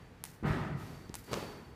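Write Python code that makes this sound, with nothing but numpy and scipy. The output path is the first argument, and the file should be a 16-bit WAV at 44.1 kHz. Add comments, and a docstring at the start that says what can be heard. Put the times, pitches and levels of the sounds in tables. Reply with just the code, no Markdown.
"""Skipping rope in a gym

A rope cracks on the floor near a brick wall, which reflects and scatters each impact. Shoes come down
with double clacks that excite damped modes of sole and floor. A heavy thud elsewhere in the hall
arrives as a low pulse and early reflections, then swells and rolls away as reverberation.
A thin ringing hiss comes and goes over the room tone."""
import sys
import numpy as np
from scipy import signal
from scipy.fft import rfft, irfft
from scipy.io import wavfile
from scipy.ndimage import uniform_filter1d

SR = 44100
rng = np.random.default_rng(int(sys.argv[2]) if len(sys.argv) > 2 else 0)


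def output_pcm(signal):
    """Save a mono or channel-first signal as 16-bit PCM at the path in sys.argv[1].

    Samples are clipped to [-1, 1] before scaling.
    """
    pcm = np.clip(np.atleast_2d(signal).T, -1, 1) * 32767
    wavfile.write(sys.argv[1], SR, np.round(pcm).astype(np.int16))


N = 77175


def gain_of(db):
    return 10 ** (np.asarray(db) / 20)


def unit_rms(x):
    return x / np.sqrt(np.mean(x ** 2) + 1e-20)


def curve_at(points, hz):
    f, value = np.transpose(points)
    return np.interp(np.log(hz + 1), np.log(f + 1), value)


def add(mix, start, sound):
    part = mix[round(start * SR):][:len(sound)]
    part += sound[:len(part)]


def peaks_db(peaks, f):
    """Bell-shaped spectral peaks, summed in dB."""
    return sum(db / (1 + (2 * (f - hz) / width) ** 2) for hz, width, db in peaks)


def coloured(spectrum_db):
    """Spectral shaping: white noise weighted by a function of frequency, at unit rms."""
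    weights = gain_of(spectrum_db(np.fft.rfftfreq(N, 1 / SR)))
    return unit_rms(irfft(rfft(rng.standard_normal(N)) * weights, N))


def swell(start, rise, t60, t):
    """Exponential build-up and decay, silent before the start."""
    age = np.maximum(t - start, 0)
    return (1 - np.exp(-age / np.maximum(rise, 1e-4))) * gain_of(-60 * age / t60)


def room_tone():
    """Steady background noise, raised at first by the decay of an earlier sound in the hall."""
    spectrum = [(21, -24), (35, -1), (142, -5.5), (328, -16), (372, -17), (480, -15.5), (588, -23.5),
                (739, -22.5), (1620, -25.5), (1750, -24.5), (2840, -33), (15200, -52)]  # background noise: f/Hz, spectral level/dB
    tone = gain_of(-53.5) * coloured(lambda f: curve_at(spectrum, f))
    excess_db, t60 = 3.5, 0.33
    return tone * (1 + (gain_of(excess_db) - 1) * gain_of(-60 * np.arange(N) / SR / t60))


def whistle(width_hz=114):
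    """Quadrature modulation: slow noise on a drifting carrier makes a faint, fuzzy whistle."""
    track = [(0, -75, 4590), (.2, -89, 4550), (.42, -90, 4500), (.7, -85, 4553), (.9, -69, 4570),
             (1.101, -74, 4566), (1.239, -83, 4600), (1.265, -63, 4615), (1.33, -60, 4590),
             (1.401, -60, 4560), (1.48, -60.5, 4535), (1.55, -68.5, 4525), (1.75, -75, 4510)]  # course of the whistle: t/s, level/dB, f/Hz
    times, db, hz = np.transpose(track)
    t = np.arange(N) / SR
    fuzz = [coloured(lambda f: -20 * np.log10(1 + (2 * f / width_hz) ** 2)) for _ in range(2)]
    phase = 2 * np.pi * np.cumsum(np.interp(t, times, hz)) / SR
    return gain_of(np.interp(t, times, db)) * (fuzz[0] * np.cos(phase) + fuzz[1] * np.sin(phase))


def impacts(strikes, modes, q, low_cut_hz):
    """Impact excitation: a sharp negative pressure tick plus the damped modes of the struck body."""
    out, t = np.zeros(N), np.arange(2500) / SR
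    body = sum(gain_of(db) * np.exp(-np.pi * 1.77 * t / decay) * np.sin(2 * np.pi * hz * t)
               for hz, db, decay in modes)
    for start, tick_db, body_db, hz in strikes:
        w = 2 * SR * np.tan(np.pi * hz / SR)  # prewarped resonance
        denominator = np.polymul([1, w / q, w * w], [1, 2 * np.pi * low_cut_hz])
        tick = signal.lfilter(*signal.bilinear([w * w, 0], denominator, SR), t == 0)
        tick = signal.lfilter(*signal.butter(2, min(1.7 * hz, 20000), fs=SR), tick)
        add(out, start, gain_of(body_db) * body - gain_of(tick_db) * tick / abs(tick).max())
    return out


def rope():
    """Reflection and scattering: cracks on the floor return as echoes and a bright, grainy tail."""
    cracks = [(.2397, -18.5, -35.5, 11200), (.2455, -37, -60, 12000), (.2527, -28, -45, 9700),
              (.274, -46, -45, 8000), (1.0945, -39, -47, 5600), (1.1422, -24, -32.5, 8100),
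              (1.1465, -34, -75, 8000), (1.154, -23, -37.5, 10300)]  # cracks and wall echoes: t/s, tick level/dB, ring level/dB, tick f/Hz
    floor_modes = [(877, -3.5, 0.0096), (1750, -32, .006)]  # floor under the rope: f/Hz, level/dB, time to fall 48 dB/s
    scatter = [(0.238, -53.5, 0.11), (0.252, -52.5, 0.24), (.285, -58, 0.27), (.333, -61.5, 0.27),
               (1.1425, -50.5, 0.11), (1.153, -51.5, 0.24), (1.185, -55, .2), (1.238, -58.5, 0.3)]  # from each crack, near wall, sides and far wall: t/s, level/dB, T60/s
    spectrum = [(880, -32), (1500, -2.5), (2040, -1.5), (3310, -8.5), (4290, -5.5), (15000, -7.5)]  # scattered sound: f/Hz, spectral level/dB
    t, rise_s = np.arange(N) / SR, 0.00081
    grain = gain_of(2.7 * unit_rms(uniform_filter1d(rng.standard_normal(N), size=40)))
    power = sum((gain_of(db) * swell(start, rise_s, t60, t)) ** 2 for start, db, t60 in scatter)
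    tail = np.sqrt(power) * grain * coloured(lambda f: curve_at([(300, -35)] + spectrum, f))
    return impacts(cracks, floor_modes, q=2.33, low_cut_hz=690) + tail


def low_thumps():
    """Early arrivals: short low thumps, mostly the far thud's first pulse and its hall reflections."""
    pulses = [(0.4264, -30, 260, 1.2), (.448, -25.5, 179, 1.67), (.499, -30, 132, 1),
              (.488, -29, 49.3, 1.7), (.519, -30, 150, 2.8), (.722, -33.5, 150, 3), (.743, -33.5, 150, 3.4),
              (1.097, -32.5, 236.5, 1.1), (1.3726, -30.5, 430, 2.5)]  # low pulses: t/s, level/dB, f/Hz, cycles
    out = np.zeros(N)
    for start, db, hz, cycles in pulses:
        turns = np.arange(0, cycles / hz, 1 / SR) * hz
        add(out, start, gain_of(db) * np.sin(np.pi * turns / cycles) * np.sin(2 * np.pi * turns))
    return out


def diffuse_field(start, level_db, spectrum, t60_scale, lag_scale, flicker_db):
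    """Reverberation: noise coloured by hall resonances builds and decays at each band's own rate."""
    resonances = [(150, 16, 2.5), (202, 24, 4), (414, 27, 5), (974, 44, 3), (1272, 27, 3.5)]  # hall modes: f/Hz, width/Hz, level/dB
    decay_times = [(60, 2.07), (250, 1.625), (1000, 1.42), (3000, 1.06), (8000, 0.78), (15000, 0.77)]  # hall decay: f/Hz, T60/s before t60_scale
    rise_times = [(100, 0.0069), (1000, 0.018), (3000, 0.03), (6000, 0.054), (15000, 0.034)]  # build-up of a far sound: f/Hz, time constant/s
    lags = [(500, 0.0036), (3000, 0.0099), (6000, .028), (15000, 0.02)]  # late arrival of the treble: f/Hz, delay/s before lag_scale
    ripple_db, ripple_hz = 1.5, 15
    ripple = unit_rms(uniform_filter1d(rng.standard_normal(N // 2 + 1), size=int(ripple_hz * N / SR)))
    noise = coloured(lambda f: curve_at(spectrum, f) + peaks_db(resonances, f) + ripple_db * ripple)
    hz, t, bands = signal.stft(noise, SR, nperseg=512, noverlap=448)
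    hz = hz[:, None]
    flicker = uniform_filter1d(rng.standard_normal(bands.shape), size=6, axis=0)
    flicker = unit_rms(uniform_filter1d(flicker, size=16, axis=1))
    onset = start - .004 + lag_scale * curve_at(lags, hz)
    envelope = swell(onset, curve_at(rise_times, hz), t60_scale * curve_at(decay_times, hz), t)
    bands = bands * envelope * gain_of(flicker_db * flicker)
    gate = np.clip((np.arange(N) / SR - start) / 0.002, 0, 1)
    return gain_of(level_db) * gate * signal.istft(bands, SR, nperseg=512, noverlap=448)[1][:N]


def far_thud():
    """The reverberant field of a distant heavy impact swells and rolls away."""
    spectrum = [(18, -41), (30, -16), (150, -2), (228, -10), (346, -9), (460, -16), (1140, -17.5),
                (1270, -13.5), (1600, -20), (1920, -18), (2310, -25.5), (15000, -52.5)]  # the thud: f/Hz, spectral level/dB
    return diffuse_field(0.4284, -30, spectrum, t60_scale=1, lag_scale=0.78, flicker_db=1.22)


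def shoe_clacks():
    """Modal ringing: each contact ticks and sets sole and floor knocking."""
    clacks = [(.434, -48, -60, 7000), (1.3313, -24.5, -27.5, 7850), (1.333, -22, -29, 6000),
              (1.3397, -23.5, -32.5, 5040), (1.3415, -20, -30, 6150), (1.3635, -45, -33.5, 3500),
              (1.4275, -38, -31.5, 2516)]  # shoe contacts: t/s, tick level/dB, knock level/dB, tick f/Hz
    modes = [(209, -10, 0.076), (430, -5.5, 0.04), (590, -2.5, 0.0089), (1103, -7.5, 0.014)]  # sole and floor: f/Hz, level/dB, time to fall 48 dB/s
    return impacts(clacks, modes, q=1.04, low_cut_hz=298)


def hiss():
    """Incoherent addition: overlapping swells of thin hiss sum in power."""
    swells = [(.46, -59, .01, 0.76), (.762, -54, 0.044, 1.34), (1.258, -60, 0.0078, .6),
              (1.311, -49.5, 0.0054, 0.98)]  # swells of hiss: t/s, level/dB, rise/s, T60/s
    spectrum = [(2500, 0), (5000, -3.5), (9000, -8.5), (15000, -14.5)]  # treble slope: f/Hz, spectral level/dB
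    peaks = [(13000, 1000, 7)]  # soft high peak: f/Hz, width/Hz, level/dB
    t = np.arange(N) / SR
    noise = coloured(lambda f: curve_at([(800, -4.5)] + spectrum, f) + peaks_db(peaks, f))
    power = sum((gain_of(db) * swell(start, rise, t60, t)) ** 2 for start, db, rise, t60 in swells)
    return np.sqrt(power) * noise


def scuff_and_landing():
    """Reverberation of a scuff and then a landing, shorter than that of the far thud."""
    spectrum = [(18, -62), (30, -41), (65, -6), (281, -5.5), (404, -5), (645, -9.5), (1030, -10),
                (1140, -13), (4310, -21.5), (4650, -20), (15000, -36)]  # shoes on the floor: f/Hz, spectral level/dB
    return sum(diffuse_field(start, db, spectrum, t60_scale=0.76, lag_scale=0, flicker_db=0.3)
               for start, db in [(1.274, -44.5), (1.312, -37)])


def scene():
    """Linear superposition of all sources in one channel."""
    hall = far_thud() + scuff_and_landing() + room_tone()
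    return (hall + rope() + low_thumps() + shoe_clacks() + hiss() + whistle())[None]


def record(dry):
    """Band limiting: a bass cut, a shelf that lowers the top treble, then a steep low-pass."""
    def low_pass(x, hz):
        return signal.oaconvolve(x, signal.firwin(511, hz, window=("kaiser", 9), fs=SR)[None], "same")

    bass_cut_hz, shelf_hz, shelf_gain, edge_hz = 51, 15250, gain_of(-30), 16400
    dry = signal.sosfilt(signal.butter(2, bass_cut_hz, 'high', fs=SR, output='sos'), dry)
    shelved = low_pass(dry, shelf_hz) * (1 - shelf_gain) + shelf_gain * dry
    return low_pass(shelved, edge_hz)


dry = scene()
out = record(dry)
output_pcm(out)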